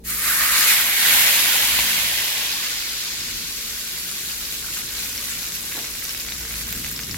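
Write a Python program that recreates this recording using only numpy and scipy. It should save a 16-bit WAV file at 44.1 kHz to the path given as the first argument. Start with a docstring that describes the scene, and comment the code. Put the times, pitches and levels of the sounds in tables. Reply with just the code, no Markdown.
"""Hot spiced oil sizzles as it is poured from a pan onto a bowl of dal on a kitchen counter.
Water flashes to steam in thousands of tiny bursting bubbles, each a damped, slightly rising sine.
The fierce sizzle spits once, then thins to a quiet crackle with snaps, pings and one soft splutter.
A motor hums in the room; a low rumble grows toward the end."""
import sys
import numpy as np
from scipy import signal
from scipy.fft import rfft, irfft
from scipy.io import wavfile
from scipy.ndimage import uniform_filter1d

SR = 44100
rng = np.random.default_rng(int(sys.argv[2]) if len(sys.argv) > 2 else 0)


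def log_audio(samples):
    """Write samples as a 16-bit WAV file to the path given in sys.argv[1]."""
    # one column per channel
    frames = np.atleast_2d(samples).T
    # limit to full scale, then quantise
    limited = np.clip(frames, -1, 1)
    pcm = np.round(limited * 32767).astype(np.int16)
    wavfile.write(sys.argv[1], SR, pcm)


N = 316197
T = np.arange(N) / SR
TOP_HZ = 16150
LEAD_SAMPLES = 32  # pad before a bubble, so either channel can lead

# oil meets water, 7 in the pour, 3 late spatters: start_s, rise_s, cool_s, large_db, medium_db, fine_db
SPLASH_FLARES = [(0.036, 0.064, 0.52, -37.5, -34, -27), (0.155, 0.13, 1.4, -25, -28, -23.5),
                 (0.38, 0.035, 0.23, -25, -29, -33), (0.51, 0.06, 0.36, -28.5, -21.5, -24.5),
                 (0.64, 0.066, 0.05, -42, -20, -20.5), (0.9, 0.16, 1.1, -25.5, -20, -22.5),
                 (0.98, 0.19, 0.18, -24.8, -39, -22), (5.7, 0.034, 0.14, -44, -47, -55),
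                 (6.65, 0.029, 0.1, -45, -57, -39), (6.905, 0.0069, 0.031, -59, -52, -36)]
# large, medium, fine bubbles: cool_factor, fade_exponent, simmer_db
BUBBLE_SIZES = [(1.226, 1.6, -42.5), (1.61, 1.2, -37.5), (1.16, 1.86, -36)]
# limits of the three sizes: edge_hz
SIZE_EDGES_HZ = [900, 2500, 8000, 16000]
# lasting simmer: time_s, gain_db
SIMMER_SWELL = [(0, -29.5), (1.1, -8), (3.75, 1.8), (3.97, 0), (4.15, 1.7), (4.5, 0.8), (4.79, 1.6),
                (4.87, -1), (5.0, 1.7), (5.32, 1.1), (5.5, -1.5), (5.7, -0.1), (5.92, -1.2), (6.25, -1.76),
                (6.4, -3), (6.54, -1.2), (7.02, -2), (7.09, -3.5)]
# sizzle colour per stage: freq_hz, gain_db
TRICKLE_EQ = [(240, -49), (400, -23), (607, -15.5), (730, -18.5), (1000, -12), (1150, -1.5), (1420, -1.5),
              (1900, -1), (2300, -3), (3300, -8), (3950, -4), (5960, -9), (7060, -9.5), (8500, -13),
              (12700, -10.5), (16000, -18)]
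PLUNGE_EQ = [(240, -58), (400, -19), (460, -19), (496, -17.5), (921, -11), (1160, -14), (1560, -4.5),
             (2100, -2.2), (2550, -3.5), (3160, -6.5), (3990, -6.5), (5030, -11), (7400, -11), (8630, -14),
             (12700, -7), (16000, -17)]
FOAM_EQ = [(240, -44), (400, -6), (432, -33), (467, -5), (616, -13.5), (1140, -7.5), (1310, -19),
           (1420, -8.5), (1990, -3.5), (3260, -1.5), (4200, -3), (7630, -7), (8630, -11), (10700, -6.5),
           (13300, -6), (16000, -12)]
SIMMER_EQ = [(350, -10), (700, -18.5), (1000, -12), (1200, -3.5), (1450, 2.5), (1700, -2.5), (2050, 0.5),
             (2500, 0), (3150, -4), (3600, 0.5), (4300, 3), (6000, 1), (7400, 1), (8900, -7), (11000, -2.5),
             (14000, -4.5), (16000, -11.5)]
# colour blend: time_s, stage (0 trickle, 1 plunge, 2 foam, 3 simmer)
POUR_STAGE = [(0, 0), (.55, 0), (.7, 0.5), (.82, 0.85), (1.05, 1), (1.4, 1.5), (2.1, 1.5), (2.8, 2.5),
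              (3.6, 2.5), (4.6, 2.5)]
# crackle over fizz: time_s, gain_db
CRACKLE_MIX = [(0, -4.5), (.4, -8), (1.2, -9), (2.4, -6), (3.5, -7.5), (4.6, -3), (6, 1), (7.1, -0.5)]
# flicker of the sizzle's colour: freq_hz, depth_db
SIZZLE_FLICKER = [(1400, 2.0), (4000, 1), (12000, 1.76)]
# microphone port balance: freq_hz, left_minus_right_db
PORT_BALANCE = [(200, -6), (600, 3.2), (1100, 0.5), (2200, -6), (2800, -2.5), (3300, -1), (4300, 0),
                (6700, 5.5), (8500, 3.5), (10000, 1), (12500, -2), (16000, -1)]
# kitchen decay: freq_hz, t60_s
ROOM_DECAY = [(300, 0.72), (2000, 0.14), (6000, 0.27), (15000, 0.057)]
# room noise colour: freq_hz, gain_db
ROOM_NOISE_EQ = [(15, -35), (25, -4), (40, -5), (59, -10.5), (110, -5.5), (178, -10), (201, -9),
                 (230, -7.5), (383, -5.5), (452, -11), (900, -21), (1170, -45), (1980, -120)]
# room noise width: freq_hz, side_db
ROOM_NOISE_SIDE = [(40, -17), (130, -14.0), (260, -10.5), (600, -1)]
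# deep and upper rumble: time_s, gain_db
DEEP_SWELL = [(0.02, -46), (0.86, -55), (1.51, -55), (1.77, -46), (2.05, -54), (2.31, -56), (2.87, -45),
              (3.01, -64), (3.27, -38), (4.2, -59), (4.42, -42), (4.7, -47), (5.14, -49), (5.75, -50),
              (6.6, -40), (6.85, -41), (6.99, -53), (7.17, -35)]
UPPER_SWELL = [(0.0, -55), (0.2, -47.5), (0.92, -52), (1.05, -46), (1.9, -46), (3.01, -54.5), (3.3, -43),
               (3.73, -53), (4.19, -49), (4.47, -54), (4.57, -48), (6.5, -48.5), (6.76, -37), (6.9, -39),
               (7.0, -41.5), (7.17, -31)]
# motor lines: pitch_hz, level_db
MOTOR_LINES = [(58, -52.5), (117, -63), (176, -57), (229, -58), (458, -61.5)]
# motor swell: time_s, gain_db
MOTOR_SWELL = [(0.05, 13), (0.2, 9), (1.0, -2), (1.55, 1), (1.75, 12), (2.1, 6), (2.3, -3.5), (3.1, -3),
               (3.3, -2), (3.8, -3), (4.3, 4), (4.6, 2.5), (5.35, 4), (5.75, 1), (6.05, -2), (6.3, 9),
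               (6.65, 15.5), (6.8, 11), (7.17, 7)]
# dry bursts: start_s, knock_db, knock_hz, tick_db, left_minus_right_db
SNAP_EVENTS = [(0.1497, -18, 7890, -15, -2), (3.6664, -20, 5150, -19, -3), (3.9641, -22, 3510, -28, 1),
               (4.5676, -23, 4220, -17, -4), (4.6256, -22, 2010, -30, -2), (5.2136, -18, 5590, -26, 1),
               (5.3844, -24, 2130, -30, -4), (5.6274, -20, 6640, -23, 3), (5.2829, -20, 5140, -20, -1),
               (5.3538, -16, 5740, -27, 2), (5.5215, -17, 6190, -27, 0), (5.7231, -18, 2350, -30, -4),
               (6.0427, -18, 7400, -11.5, -4), (6.217, -21, 6980, -24, 3), (6.0241, -22, 2000, -32, -5),
               (6.1483, -19.5, 2300, -28, -5), (6.2499, -23, 2480, -30, -4), (6.2651, -19, 5360, -24, 2),
               (6.2865, -19, 2300, -30, -4), (6.5406, -21, 2540, -30, -3), (6.5887, -24, 2450, -30, -4),
               (6.6141, -22, 1910, -30, -6), (6.7073, -21, 4640, -15, 4), (6.8631, -20, 2200, -26, 0),
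               (7.0002, -20, 2410, -29, 0), (6.3217, -20, 2200, -26, -2), (6.4793, -18, 5500, -25, 4),
               (6.5248, -22, 3100, -17, -4), (4.058, -23, 3850, -28, 0), (5.845, -26, 2000, -28, -3),
               (5.9528, -24, 2300, -28, -3), (6.1095, -21, 7300, -25, 2), (6.1152, -21, 4800, -28, 1),
               (6.4515, -23, 1750, -32, -3), (6.5094, -22, 2070, -30, -3), (6.6802, -25, 7500, -15, 0),
               (6.7955, -25, 7000, -17, 0), (6.8405, -21, 4600, -28, 1), (7.0685, -22, 9500, -24, 0),
               (7.095, -23, 2150, -19, -2), (6.7268, -16, 4200, -8.5, 0), (6.728, -18.5, 2300, -11, 0),
               (6.7768, -22, 7810, -16, 2), (6.846, -15, 2600, -28, -3), (6.9149, -22, 10500, -11, 0),
               (6.9915, -17, 4500, -24, 2), (6.9928, -17.5, 2200, -28, -3), (7.144, -17, 1960, -34, 0)]
# ringing open bubbles: start_s, level_db, pitch_hz, left_minus_right_db
PING_EVENTS = [(4.4524, -20, 4550, 1), (4.6444, -33, 1480, 2), (4.6852, -33, 1430, 2), (4.77, -34, 1500, 0),
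               (4.892, -22, 4060, 1), (5.394, -22, 5300, 3), (5.1781, -16, 5240, 3), (5.431, -20, 5350, 3),
               (6.0522, -16, 5910, 2), (6.0935, -16, 5240, 3), (6.1741, -23, 4620, 2),
               (6.199, -17, 5100, 2), (6.2874, -26, 3670, -2), (6.2923, -22, 4400, 1),
               (6.3219, -19.5, 3680, 3), (6.4081, -24, 5280, 4), (6.669, -23, 5890, 5),
               (6.9634, -20, 5190, 7), (7.0125, -20, 5990, 2), (7.0347, -21, 5060, 1),
               (7.1122, -17, 5120, 7)]


def amp(db):
    return 10 ** (np.asarray(db) / 20)


def unit_rms(x):
    return x / np.sqrt(np.mean(x ** 2) + 1e-20)


def at_freq(table, hz):
    """Interpolate on a log frequency axis."""
    freq_hz, value = np.transpose(table)
    return np.interp(np.log(hz + 1), np.log(freq_hz + 1), value)


def at_time(table, t=T):
    return np.interp(t, *np.transpose(table))


def butter(x, cutoff_hz, kind):
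    return signal.sosfilt(signal.butter(2, cutoff_hz, kind, fs=SR, output="sos"), x)


def add(mix, start_s, sound):
    part = mix[:, max(round(start_s * SR), 0):][:, :sound.shape[1]]
    part += sound[:, :part.shape[1]]


def at_peak(peak_db, pan_db, sound):
    return sound / abs(sound.mean(0)).max() * amp(peak_db + pan_db * np.array([[.5], [-.5]]))


def drift(rate_hz):
    """Slow noise, rms 1."""
    hz = np.fft.rfftfreq(N, 1 / SR)
    return unit_rms(irfft(rfft(rng.standard_normal(N)) / (1 + (hz / rate_hz) ** 4), N))


def radiate(x):
    """A small source gives off no bass."""
    return butter(x, [600, 15000], "band")


def kitchen(x, wet_db):
    """Add sparse reflections; treble dies first."""
    taps = rng.standard_normal((2, SR // 3)) * (rng.random((2, SR // 3)) < .1)
    taps[:, :100] = 0
    hz, t, bins = signal.stft(taps, SR, nperseg=256)
    decay = amp(-60 * t / at_freq(ROOM_DECAY, hz)[:, None])
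    tail = signal.istft(bins * decay, SR, nperseg=256)[1]
    return x + amp(wet_db) * signal.fftconvolve(x, tail / np.linalg.norm(tail[0]), axes=1)[:, :N]


def bubble(hz, cycles, lag_s, rise=0.047):
    """A cavity rings down to 1/e in `cycles`, pitch rising slightly; the right channel lags."""
    t = np.maximum(np.arange(-LEAD_SAMPLES, 1200) / SR + np.array([[lag_s], [-lag_s]]) / 2, 0)
    age = hz * t / cycles
    glide = 1 + rise * (1 - np.exp(-age / 2))
    return np.exp(-age) * np.sin(2 * np.pi * hz * t * glide)


def swarm(per_s, spread_db, cycles, flurry_db, tilt_db=0, pitches=80):
    """Bubbles of many sizes burst at random across the bowl, in flurries."""
    out = np.zeros((2, N))
    flurry = amp(flurry_db * drift(18))
    for hz in np.linspace(np.sqrt(700), np.sqrt(TOP_HZ), pitches) ** 2:
        chance, rank, sign = rng.random((3, N))
        born = chance < per_s / pitches / SR
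        train = np.zeros(N)
        train[born] = amp(-spread_db * np.log(.08 + rank[born])) * np.sign(sign[born] - .5)
        ring_cycles = cycles * 2 ** rng.uniform(-1.54, 1.23)
        ring = bubble(hz, ring_cycles, lag_s=4e-5 + 0.00012 * rng.standard_normal())
        bursts = signal.oaconvolve(train[None], ring / np.linalg.norm(ring), axes=1)[:, :N]
        out += bursts * amp(tilt_db * hz / TOP_HZ)
    return unit_rms(out * flurry)


def ringers(per_s, spread_db, cycles, centre_hz=5200, spread_oct=0.75):
    """Bubbles ring briefly, each at its own pitch and place."""
    out = np.zeros((2, N))
    starts_s = T[rng.random(N) < per_s / SR]
    for start_s, (detune, length, place, strength) in zip(starts_s, rng.standard_normal((N, 4))):
        pitch_hz = np.clip(centre_hz * 2 ** (spread_oct * detune), 1100, 14000)
        ring = bubble(pitch_hz, cycles * 2 ** (0.5 * length), lag_s=4e-5 + 0.0001 * place)
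        add(out, start_s, amp(spread_db * min(strength, 2)) * ring / np.linalg.norm(ring))
    return unit_rms(out)


def boiling_db(t, waver_db=0.55, cooled_db=9):
    """Level per bubble size: each splash flares and cools over a lasting simmer."""
    swell_db = at_time(SIMMER_SWELL, t) + waver_db * np.interp(t, T, drift(4.9))
    levels_db = []
    for size, (cool_factor, fade_exponent, simmer_db) in enumerate(BUBBLE_SIZES):
        power = amp(simmer_db + swell_db) ** 2
        for start_s, rise_s, cool_s, *peaks_db in SPLASH_FLARES:
            flare = np.clip((t - start_s) / rise_s, 0, 1)
            age = np.maximum(t - start_s - rise_s, 0) / (cool_s * cool_factor)
            power += (flare * amp(peaks_db[size] - cooled_db * age ** fade_exponent)) ** 2
        levels_db.append(10 * np.log10(power))
    return levels_db


def sizzle_flicker(hz, frames):
    """Gain, bins x frames: brief random patches of pitch make the sizzle's colour flicker."""
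    noise = rng.standard_normal((len(hz), frames))
    patches = unit_rms(uniform_filter1d(uniform_filter1d(noise, 2, axis=0), 9, axis=1))
    return amp(at_freq(SIZZLE_FLICKER, hz)[:, None] * patches)


def pour_colour(hz, t, wander_oct=0.034):
    """Gain, bins x frames: stages crossfade; lower resonances wander as the foam heaves."""
    stage = at_time(POUR_STAGE, t)
    heave = np.outer(1 / (1 + (hz / 5000) ** 4), np.interp(t, T, drift(6)))
    shifted_hz = hz[:, None] * 2 ** (wander_oct * heave)
    return amp(sum(at_freq(eq, shifted_hz) * np.maximum(1 - abs(stage - k), 0)
                   for k, eq in enumerate([TRICKLE_EQ, PLUNGE_EQ, FOAM_EQ, SIMMER_EQ])))


def boil_gain(hz, t, colour):
    """Gain, bins x frames: each size band boils at its own level, shading into the next."""
    edges_hz = np.array(SIZE_EDGES_HZ)
    centres_hz = np.sqrt(edges_hz[:-1] * edges_hz[1:])
    gain_db = 0
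    for low_hz, high_hz, level_db, one_hot in zip(edges_hz, edges_hz[1:], boiling_db(t), np.eye(3)):
        in_band = (hz >= low_hz) & (hz < high_hz)
        band_db = 10 * np.log10(np.mean(colour ** 2 * in_band[:, None], 0))
        weight = at_freq(np.c_[centres_hz, one_hot], hz)
        gain_db += weight[:, None] * (level_db - band_db)
    return amp(gain_db)


def sizzle(gain_db=-0.17):
    """Steam bursts: dense fizz, sparser crackle and ringers, shaped by pour stage and boiling."""
    fizz = swarm(per_s=40000, spread_db=0.0, cycles=1.2, flurry_db=-0.04)
    crackle = swarm(per_s=1500, spread_db=3.5, cycles=1.0, flurry_db=1.5, tilt_db=-4.0)
    ringing = amp(-7.5) * ringers(per_s=400, spread_db=3.0, cycles=5.9)
    bursts = fizz + amp(at_time(CRACKLE_MIX)) * kitchen(crackle + ringing, wet_db=-3.5)
    framing = dict(nperseg=512, noverlap=384)
    hz, t, bins = signal.stft(bursts, SR, **framing)
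    bins *= amp(np.array([[.5], [-.5]]) * at_freq(PORT_BALANCE, hz))[..., None]
    bins *= sizzle_flicker(hz, len(t))
    bins /= np.sqrt(np.mean(abs(bins.mean(0)) ** 2, 1, keepdims=True))  # whiten before colouring
    colour = pour_colour(hz, t)
    white = signal.istft(bins, **framing)[1][:, :N]
    shaped = signal.istft(bins * colour * boil_gain(hz, t, colour), **framing)[1][:, :N]
    return amp(gain_db) * shaped / white.mean(0).std()


def rumble(deep_mean_db=-54.0, upper_gain_db=-3.0, air_db=-54.0, slosh_gain_db=-33):
    """Low room noise: two bands swell over steady air; large bubbles stir the dal."""
    hz = np.fft.rfftfreq(N, 1 / SR)
    mid, side = rfft(rng.standard_normal((2, N))) * amp(at_freq(ROOM_NOISE_EQ, hz))
    side *= amp(at_freq(ROOM_NOISE_SIDE, hz))
    stereo = np.array([mid + side, mid - side])
    deep = 1 / (1 + (hz / 75) ** 8)
    low = 1 / (1 + (hz / 260) ** 6)
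    swell_db = at_time(DEEP_SWELL)
    bands = [(deep, deep_mean_db + swell_db - swell_db.mean()),
             (low - deep, upper_gain_db + at_time(UPPER_SWELL)),
             (1 - low, air_db),
             (low * (1 - low), slosh_gain_db + boiling_db(T)[0])]
    return sum(amp(level_db) * unit_rms(irfft(stereo * band, N)) for band, level_db in bands)


def motor_hum(gain_db=-0.6, swell_scale=0.79, waver_db=2.8, wander_rad=0.63):
    """Wavering motor lines swell and fade together, the lowest most."""
    swell_db = swell_scale * at_time(MOTOR_SWELL)
    lowest_hz = MOTOR_LINES[0][0]
    out = 0
    for hz, line_db in MOTOR_LINES:
        root_ratio = np.sqrt(hz / lowest_hz)
        rms = amp(line_db + gain_db + swell_db / root_ratio + waver_db * drift(13.0))
        phase_rad = 2 * np.pi * hz * T + wander_rad * root_ratio * drift(2.6)
        out += np.sqrt(2) * rms * np.sin(phase_rad)
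    return out


def snaps(gain_db=-1.5, crack_gain_db=-6, crack_delay_s=0.00058):
    """A large bubble's film tears with a tick; its cavity knocks, then caves in with a crack."""
    out = np.zeros((2, N))
    tick = butter(bubble(hz=13700, cycles=4.2, lag_s=5e-6), 7000, "high")
    crack = radiate(bubble(hz=4300, cycles=0.53, lag_s=2e-5))
    for start_s, knock_db, knock_hz, tick_db, pan_db in SNAP_EVENTS:
        knock = radiate(bubble(knock_hz, cycles=0.97, lag_s=0.076 / knock_hz))
        at_s = start_s - LEAD_SAMPLES / SR
        add(out, at_s, at_peak(knock_db, pan_db, knock) + at_peak(tick_db, pan_db, tick))
        add(out, at_s + crack_delay_s, at_peak(knock_db + crack_gain_db, pan_db, crack))
    return amp(gain_db) * kitchen(out, wet_db=-9.0)


def spit(start_s=1.7887, gap_s=0.0015, knock_db=-14.0, snap_db=-8, thud_db=-26.5):
    """One big double spit in the foam, with a hollow knock and a soft thud."""
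    out = np.zeros((2, N))
    add(out, start_s, amp(knock_db) * bubble(hz=1040, cycles=1.73, lag_s=6e-5))
    add(out, start_s, amp(snap_db) * bubble(hz=2700, cycles=2.4, lag_s=6e-5))
    add(out, start_s + gap_s, amp(snap_db) * bubble(hz=4100, cycles=4.1, lag_s=3e-5))
    out = radiate(out)
    add(out, start_s, amp(thud_db) * bubble(hz=255, cycles=0.96, lag_s=6e-5))
    return kitchen(out, wet_db=-7.5)


def pings(gain_db=1.5, cycles_at_5khz=4.1):
    """Open bubbles ring at a clear pitch; large ones ring longest."""
    out = np.zeros((2, N))
    for start_s, level_db, pitch_hz, pan_db in PING_EVENTS:
        ring = bubble(pitch_hz, cycles_at_5khz * (5000 / pitch_hz) ** 0.39, lag_s=0.05 / pitch_hz)
        add(out, start_s - LEAD_SAMPLES / SR, at_peak(level_db, pan_db, radiate(ring)))
    return amp(gain_db) * kitchen(out, wet_db=-7.5)


def splutter(start_s=5.742, length_s=.085, from_hz=1300, to_hz=560, fall_s=.03, width_hz=200):
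    """A soft, hollow note drops quickly and settles, over a low stir."""
    out = np.zeros((2, N))
    samples = round(length_s * SR)
    mid, side, stir_noise = rng.standard_normal((3, N))
    pole = np.exp(-np.pi * width_hz / SR)
    blur = signal.lfilter([1], [1, -2 * pole, pole * pole], [mid + .5 * side, mid - .5 * side])
    pitch_hz = to_hz + (from_hz - to_hz) * np.exp(-T[:samples] / fall_s)
    note = unit_rms(blur[:, -samples:] * np.sin(2 * np.pi * np.cumsum(pitch_hz) / SR))
    stir = unit_rms(butter(stir_noise, [120, 380], "band")[-samples:])
    add(out, start_s, (amp(-46) * note + amp(-44) * stir) * signal.windows.tukey(samples, .3))
    return out


def scene():
    return sizzle() + rumble() + motor_hum() + snaps() + spit() + pings() + splutter()


def record(dry):
    """Small microphones lose the deepest bass; low-pass at TOP_HZ."""
    thin = butter(dry, 30, "high")
    lowpass = signal.firwin(511, TOP_HZ, window=("kaiser", 9), fs=SR)
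    return signal.oaconvolve(thin, lowpass[None], "same")


dry = scene()
out = record(dry)
log_audio(out)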